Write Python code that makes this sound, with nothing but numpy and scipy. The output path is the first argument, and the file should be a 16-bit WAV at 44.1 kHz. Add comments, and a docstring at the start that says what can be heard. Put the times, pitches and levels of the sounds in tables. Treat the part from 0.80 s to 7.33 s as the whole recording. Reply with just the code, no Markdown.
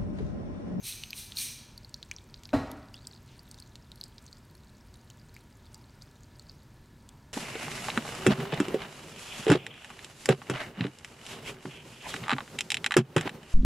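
"""Bubbles burst in the crema as espresso trickles into a glass cup, close to a mono microphone. Each film
snaps and its cavity rings as a tiny pip or tick; small bubbles crowd around the big ones and the foam
slowly calms. Further off in the workshop a spray hisses three times and something heavy is knocked down
on a bench, ringing its modes. The room rumbles quietly throughout; a faint whir swells twice at the end."""
import sys
import numpy as np
from scipy import signal
from scipy.fft import rfft, irfft, next_fast_len
from scipy.io import wavfile
from scipy.ndimage import map_coordinates

SR = 44100
rng = np.random.default_rng(int(sys.argv[2]) if len(sys.argv) > 2 else 0)


def pcm_store(signal):
    """Save signal as 16-bit PCM."""
    levels = np.round(np.clip(np.atleast_2d(signal), -1, 1) * 32767)
    wavfile.write(sys.argv[1], SR, levels.astype(np.int16).T)


N = 287973
TIME_S = np.arange(N) / SR
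TOP_HZ = 16000


def amp(db):
    """Decibels to gain."""
    return 10 ** (np.asarray(db) / 20)


def unit(x):
    """Scale to rms 1."""
    return x / np.sqrt(np.mean(x ** 2) + 1e-20)


def along(points, hz):
    """Read (Hz, value) points on a log frequency axis."""
    knots_hz, values = np.transpose(points)
    return np.interp(np.log(hz + 1), np.log(knots_hz + 1), values)


def wobble(rate_hz):
    """Smooth random curve, rate_hz knots a second."""
    knots = rng.standard_normal(int(N * rate_hz / SR) + 4)
    return map_coordinates(knots, [TIME_S * rate_hz])


def filtered(x, response):
    """Apply a gain given as a function of Hz."""
    size = next_fast_len(N + SR // 2)
    return irfft(rfft(x, size) * response(np.fft.rfftfreq(size, 1 / SR)), size)[:N]


def noise(spectrum):
    """Noise of rms 1 with a (Hz, dB) colour."""
    return unit(filtered(rng.standard_normal(N), lambda hz: amp(along(spectrum, hz))))


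def resonant_noise(peaks):
    """Noise of rms 1 through (Hz, width Hz, dB) resonances of alternating sign."""
    def response(hz):
        return sum((-1) ** k * amp(db) * 1j * hz * width / (centre ** 2 - hz ** 2 + 1j * hz * width)
                   for k, (centre, width, db) in enumerate(peaks))
    return unit(filtered(rng.standard_normal(N), response))


def place(start_s, sounds):
    """Sum rows of samples, each from its start time."""
    index = np.round(np.abs(start_s) * SR).astype(int)[:, None] + np.arange(sounds.shape[1])
    return np.bincount(index.ravel(), sounds.ravel(), N)[:N]


def sized(sounds, db):
    """Give each row the energy of 5 ms at its level."""
    energy = np.sum(sounds ** 2, 1, keepdims=True)
    return sounds * amp(db)[:, None] / np.sqrt(energy / (0.005 * SR) + 1e-20)


# Wall reverberation. Each row: frequency in Hz, T60 in seconds.
WALL_DECAY = [(80, 0.89), (300, 0.62), (900, 0.88), (2500, 0.85), (6000, 0.68), (10000, 0.46),
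              (16000, 0.43)]

def room(x, wet_db):
    """Add the workshop's tail, 5 ms late; treble dies soonest."""
    hz, t, spectra = signal.stft(rng.standard_normal(SR), SR, nperseg=256)
    decay = amp(-60 * t / along(WALL_DECAY, hz)[:, None])
    tail = signal.istft(spectra * decay, SR, nperseg=256)[1]
    tail = np.pad(tail / np.linalg.norm(tail), (SR // 200, 0))
    return x + amp(wet_db) * signal.fftconvolve(x, tail)[:N]


# Room noise. Each row: frequency in Hz, relative density in dB.
AIR_SPECTRUM = [(12, -26), (20, 3.5), (43, 2.5), (123, 2), (177, -8.5), (222, -6.5), (446, -15),
                (759, -20.5), (923, -20), (1150, -22), (1660, -23), (2820, -28), (4670, -28.5), (5080, -30),
                (16000, -39.5)]
# Machine drone. Each row: centre in Hz, width in Hz, relative gain in dB.
DRONE_PEAKS = [(90.2, 26, -3.5), (131, 31.8, 0.5), (232.6, 30.7, -4), (376, 17, -11.5), (598.7, 14, -15),
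               (954, 46, -16), (1326, 8.2, -17), (1440, 4.3, -12), (1720, 6.5, -13)]
# Far whir. Each row: peak time in seconds, level in dB, slope either side in dB per second.
WHIR_SWELLS = [(4.98, -68, 75), (6.35, -65, 130)]

def workshop():
    """Steady room noise, a wavering machine drone and a far whir that swells twice."""
    waver = amp(0.8 * wobble(rate_hz=3))
    swells = sum(amp(db - slope * np.abs(TIME_S - peak_s)) for peak_s, db, slope in WHIR_SWELLS)
    whir = (amp(-79) + swells) * resonant_noise([(915, 86, 0)])
    air = amp(-54.5) * noise(AIR_SPECTRUM)
    drone = amp(-58.5) * waver * resonant_noise(DRONE_PEAKS)
    return air + drone + whir


def pip(t, hz, cycles, glide, linger_db):
    """An opened bubble rings a few cycles, then faintly on, rising in pitch as its cavity shrinks."""
    age_cycles = hz[:, None] * t
    life_cycles = np.maximum(cycles, 1)[:, None]
    rise = glide * rng.uniform(0.8, 1, (len(hz), 1))
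    pitch_hz = hz[:, None] * (1 + rise * np.tanh(np.maximum(age_cycles - life_cycles, 0) / 38))
    attack = 1 - np.exp(-(age_cycles / (0.28 * life_cycles)) ** 2)
    fade = np.exp(-(age_cycles / life_cycles) ** 2) + amp(linger_db) * np.exp(-age_cycles / 17)
    return attack * fade * np.sin(2 * np.pi * np.cumsum(pitch_hz, 1) / SR)


# Tearing film. Each row: frequency in Hz, gain in dB.
SNAP_SPECTRUM = [(1500, -28), (3000, -6), (4500, 14.5), (8000, 4), (12000, 1), (16000, -2)]

def bursts(start_s, hz, db, cycles, upper_hz, upper_db):
    """Each film snaps and rings two cavity modes; cup and machine scatter the tones back."""
    t = np.arange(SR // 30) / SR
    linger_db = np.interp(hz, [2500, 4200], [-16, -31])[:, None]  # deep bubbles chirp on longest
    tones = sized(pip(t, hz, 1.3 * cycles, glide=0.7, linger_db=linger_db), db)
    tones += sized(pip(t, upper_hz, 0.92 * cycles, glide=0.09, linger_db=-25), upper_db)
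    snap_db = upper_db - 6 + 6 * np.log2(upper_hz / 7500)
    snaps = sized(rng.standard_normal(tones.shape) * t * np.exp(-t / 0.00068), snap_db)
    snaps = filtered(place(start_s, snaps), lambda f: amp(along(SNAP_SPECTRUM, f)))
    scatter = rng.standard_normal(tones.shape) * np.exp(-t / 0.0035) * (t > 0.001)
    scatter /= np.linalg.norm(scatter, axis=1, keepdims=True)
    echoes = signal.fftconvolve(tones, scatter, axes=1)[:, :len(t)]
    return place(start_s, tones + amp(-9) * echoes) + snaps


def small_bursts(start_s, hz, db, cycles):
    """Small bubbles: a weak upper mode at a set ratio above the cavity pitch."""
    upper_hz = np.minimum(1.7 * hz, TOP_HZ)
    return bursts(start_s, hz, db, np.full(len(start_s), cycles), upper_hz, upper_db=db - 16)


def bubble_pairs(activity_db, pairs, centre_hz, log_spread, offset_db, spread_db, cycles):
    """Small bubbles burst in pairs, louder and more often while the foam is busy."""
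    due = np.cumsum(amp(activity_db))
    quantiles = (np.arange(pairs) + rng.uniform(0, 1, pairs)) / pairs
    pair_s = np.interp(quantiles, due / due[-1], TIME_S)
    start_s = (pair_s[:, None] + np.cumsum(rng.exponential(0.01, (pairs, 2)), 1)).ravel()
    pitch_draw, level_draw = rng.standard_normal((len(start_s), 2)).T
    hz = np.minimum(centre_hz * np.exp(log_spread * pitch_draw), SR / 3)
    db = np.interp(start_s, TIME_S, activity_db) + offset_db + spread_db * np.tanh(level_draw)
    return small_bursts(start_s, hz, db, cycles)


# Foam activity before stirring. Each row: time in seconds, level in dB.
FOAM_TREND = [(0, -61), (0.8, -56), (1.0, -63), (2.201, -60), (2.7, -60), (3.0, -64), (3.4, -60.5),
              (5.3, -60), (6.5, -66)]

def foam_activity_db(pops, max_stir_db=5, reach_s=0.04, full_kick_db=-50):
    """The foam drifts slowly in level and is stirred up around each big burst."""
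    start_s, _, cavity_db = np.transpose(pops)[:3]
    kicks = place(start_s, np.minimum(amp(cavity_db - full_kick_db), 1)[:, None])
    stir = signal.fftconvolve(kicks, signal.windows.gaussian(SR, reach_s * SR), "same")
    return np.interp(TIME_S, *np.transpose(FOAM_TREND)) + max_stir_db * np.tanh(stir)


# Big bubbles. Each row: start in seconds, cavity pitch in Hz, cavity level in dB,
# nominal ring length in cycles, upper mode in Hz, upper mode level in dB.
BIG_POPS = [(0.124, 3900, -39, 6.5, 9710, -55), (0.236, 2860, -37.5, 3.3, 4040, -39),
            (0.306, 4730, -41.5, 3.9, 12400, -47), (0.3306, 2570, -35, 3.6, 3750, -43),
            (0.521, 3600, -41, 1.9, 8000, -63), (0.5706, 4140, -32.5, 4.6, 11700, -52),
            (0.5853, 4370, -32.5, 8.8, 8500, -47), (0.9776, 4420, -46, 5.5, 11410, -54.5),
            (1.0469, 4420, -46, 5.4, 8760, -76), (1.0944, 4400, -68, 4, 8050, -57.5),
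            (1.1423, 4260, -38, 5, 5530, -42), (1.2283, 3920, -41, 2.2, 7020, -56),
            (1.3133, 2360, -36, 2.6, 6200, -41.5), (1.3639, 5620, -43.5, 3.7, 9990, -81.5),
            (1.3849, 3740, -49.5, 3.1, 5860, -71), (1.5424, 4360, -43.5, 1.75, 7060, -69),
            (1.635, 3500, -52, 1.3, 6760, -53.5), (1.6548, 4650, -44, 2.1, 7990, -63),
            (1.6913, 2400, -52.5, 2.8, 4100, -53.5), (1.9153, 3540, -54.5, 4.6, 11500, -48),
            (2.1418, 2870, -46.5, 7.1, 4850, -47.5), (2.2707, 5010, -44.5, 6.2, 8000, -43.5),
            (2.3122, 4440, -52, 6, 6780, -78.5), (2.3328, 3900, -52.5, 4.6, 6460, -77),
            (2.5924, 4600, -51, 7.6, 6800, -73), (2.7132, 5830, -51, 3, 8380, -50.5),
            (2.744, 4520, -52.5, 2.8, 8400, -61), (2.7868, 3750, -55, 4.7, 6460, -61.5),
            (2.8008, 4760, -69.5, 5.3, 8600, -52), (2.823, 4340, -48.5, 7, 6440, -73),
            (2.875, 4470, -76.5, 4.2, 6800, -62), (2.9558, 4100, -46.5, 1.8, 6800, -55),
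            (3.1176, 3980, -46.5, 2.5, 8700, -60.5), (3.158, 4370, -72, 4, 11200, -59),
            (3.2121, 4400, -38, 4.1, 11100, -53), (3.2326, 3960, -50.5, 4.5, 5730, -65),
            (3.2385, 4700, -45.5, 4.1, 7960, -46.5), (3.3819, 4460, -47.5, 2.1, 7210, -65),
            (3.4649, 6160, -52.5, 4.6, 8200, -58), (3.5285, 4450, -48, 4.7, 6900, -58),
            (3.7516, 4230, -60, 9.4, 10800, -61.5), (4.1411, 4170, -57.5, 3.9, 7710, -60.5),
            (4.3013, 2980, -55.5, 3.7, 6700, -51.5), (4.5423, 2300, -71, 7.9, 11930, -60.5),
            (4.565, 2200, -48.5, 2.6, 7100, -60), (4.9447, 4770, -49.5, 4.1, 7600, -51.5),
            (5.2215, 4660, -48, 6.1, 6300, -58.5), (5.4337, 4270, -67, 3.7, 6930, -60),
            (5.5956, 4350, -47.5, 5.5, 7650, -55.5), (5.6959, 4710, -45, 5.2, 7280, -68),
            (6.2904, 3270, -58, 3.3, 7700, -52.5)]

def crema():
    """Foam in the cup: clear pops, bubble runs, small pips, finer ticks and a soft fizz."""
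    activity_db = foam_activity_db(BIG_POPS)
    pips = bubble_pairs(activity_db, pairs=120, centre_hz=4350, log_spread=0.12,
                        offset_db=-7, spread_db=5.5, cycles=4.5)
    ticks = bubble_pairs(activity_db, pairs=160, centre_hz=7900, log_spread=0.27,
                         offset_db=-11, spread_db=5, cycles=3.2)
    fizz = noise([(1500, 0.5), (4300, -8), (8000, -11), (10500, -21), (16000, -15)])
    pops = bursts(*np.transpose(BIG_POPS))
    return room(pops + bubble_runs() + pips + ticks, wet_db=-22) + amp(activity_db - 9.5) * fizz


# Spray flow. Each row: start, rise, hold and fall T60 in seconds, level in dB.
SQUIRTS = [(0.02, 0.05, 0.018, 0.18, -37.5), (0.326, 0.055, 0.015, 0.2, -42.5),
           (0.551, 0.035, 0.037, 0.24, -35)]
# Mist hiss. Each row: frequency in Hz, relative density in dB.
MIST_SPECTRUM = [(710, -46), (1200, -21), (1630, -18.5), (2270, -9.5), (2480, -6), (3620, -3.5), (3950, 3),
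                 (4960, -4), (6030, 0.5), (7490, -9), (8630, 1.5), (10500, -0.5), (11300, -4), (15200, -7),
                 (16000, -16)]
# Nozzle and whistle resonances. Each row: centre in Hz, width in Hz, relative gain in dB.
NOZZLE_PEAKS = [(2330, 160, 3), (3890, 270, -2), (6020, 130, 3), (8380, 120, 4.5), (8660, 120, -3),
                (9250, 150, -6)]
WHISTLE_PEAKS = [(2520, 320, -4.5), (6310, 130, 4), (12600, 420, -7)]

def spray(whistle_db=-58, whistle_hold_s=0.35, whistle_fall_db_per_s=38):
    """Each squirt swells, holds and dies; a thin whistle carries on and the hiss lingers in the room."""
    flow = np.zeros(N)
    for start_s, rise_s, hold_s, t60_s, db in SQUIRTS:
        t = TIME_S - start_s
        attack = np.clip(t / rise_s, 0, 1) ** 1.1
        flow += attack * amp(db - 60 * np.maximum(t - rise_s - hold_s, 0) / t60_s)
    fall_db = whistle_fall_db_per_s * np.maximum(TIME_S - whistle_hold_s, 0)
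    whistle = amp(whistle_db - fall_db) * resonant_noise(WHISTLE_PEAKS)
    hiss = noise(MIST_SPECTRUM) + amp(-12.5) * resonant_noise(NOZZLE_PEAKS)
    return room(flow * hiss, wet_db=-1) + whistle


# Blows on the bench. Each row: start in seconds, relative level in dB, contact time in seconds.
BLOWS = [(1.7313, -10, 0.0002), (1.7365, 3.5, 0.00086), (1.7434, -3, 0.00074)]
# Bench and the metal things on it. Each row: frequency in Hz, relative level in dB, T60 in seconds.
BENCH_MODES = [(95, -10, 0.31), (142, -20, 0.16), (219, -16.5, 0.47), (250.6, 2.5, 0.061),
               (292, 2.5, 0.088), (479, -9, 0.31), (554, -0.5, 0.035), (598, -7, 0.041), (644, 5, 0.31),
               (700, -27, 0.053), (760, -6, 0.045), (747, -10, 0.13), (874, -6, 0.18), (1170, -29, 0.17),
               (1220, -17, .18), (1510, -13, 0.16), (1500, 2.5, 0.039), (2860, -9, 0.093),
               (3120, -15, 0.17), (3980, -6, 0.22), (4040, -9.5, 0.32)]
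# Impact noise. Each row: frequency in Hz, relative density in dB.
THUD_SPECTRUM = [(24, -44), (40, -12), (95, -4.5), (182, -11), (284, 0), (329, -11.5), (643, -10.5),
                 (845, -14.5), (933, -16), (1350, -17), (1460, -20), (3220, -33), (4030, -33),
                 (15000, -52.5)]

def knock(thud_rise_s=0.0036, thud_t60_s=0.19):
    """A heavy thing lands in three quick contacts; longer contacts stir only the bench's low modes."""
    t = np.arange(SR) / SR
    hz, mode_db, t60_s = np.transpose(BENCH_MODES)[:, :, None]
    polarity = (-1) ** np.arange(len(hz))[:, None]  # neighbouring modes push the air opposite ways
    modes = polarity * amp(-60 * t / t60_s) * np.sin(2 * np.pi * hz * t)
    rings = []
    for _, db, contact_s in BLOWS:
        strength = amp(db + mode_db + rng.normal(0, 1, hz.shape)) / (1 + (2 * hz * contact_s) ** 2)
        rings.append(np.sum(strength * modes, 0))
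    start_s = np.transpose(BLOWS)[0]
    ring = place(start_s, np.array(rings))
    age_s = np.maximum(TIME_S - start_s[0], 0)
    thud = noise(THUD_SPECTRUM) * (1 - np.exp(-age_s / thud_rise_s)) * amp(-60 * age_s / thud_t60_s)
    return room(amp(-21) * ring, wet_db=-11.5) + room(amp(-22.6) * thud, wet_db=-2)


# Bubble runs. Each row: start in seconds, starting pitch in Hz, starting level in dB.
BUBBLE_RUNS = [(2.148, 3320, -54.5), (5.685, 4430, -62.5)]

def bubble_runs(count=10, gap_s=0.013, rise_octaves_per_s=5.5, fade_db_per_s=97):
    """After a drop lands, ever smaller bubbles burst in a chain that climbs in pitch and fades."""
    start_s, first_hz, first_db = np.transpose(BUBBLE_RUNS)[:, :, None]
    shape = (len(BUBBLE_RUNS), count)
    age_s = gap_s * (np.arange(count) + rng.uniform(0, 0.58, shape))
    db = first_db - fade_db_per_s * age_s + rng.normal(0, 2, shape)
    hz = first_hz * 2 ** (rise_octaves_per_s * age_s + rng.normal(0, 0.053, shape))
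    return small_bursts((start_s + age_s).ravel(), hz.ravel(), db.ravel(), cycles=8.3)


def sputter(centre_s=2.52, half_width_s=0.064, level_db=-63.5):
    """The foam sputters once: a brief, soft swell of deeper fizz."""
    swell = np.exp(-((TIME_S - centre_s) / half_width_s) ** 2)
    fizz = noise([(1000, -25), (2600, 2), (6000, -5), (9000, -15), (16000, -30)])
    return amp(level_db) * swell * fizz


def scene():
    """One microphone feeds both channels."""
    mono = crema() + sputter() + spray() + knock() + workshop()
    return np.array([mono, mono])


# Microphone port notch. Each row: frequency in Hz, gain in dB.
MIC_RESPONSE = [(9600, -0.5), (10450, -4.5), (11400, 0.5), (16000, -3.5)]

def record(dry):
    """The recorder cuts the deepest rumble, colours the treble and passes nothing above TOP_HZ."""
    low_cut = signal.butter(8, 28, "highpass", fs=SR, output="sos")
    response = lambda hz: amp(along(MIC_RESPONSE, hz)) * (hz < TOP_HZ)
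    return np.array([filtered(channel, response) for channel in signal.sosfilt(low_cut, dry)])


dry = scene()
out = record(dry)
pcm_store(out)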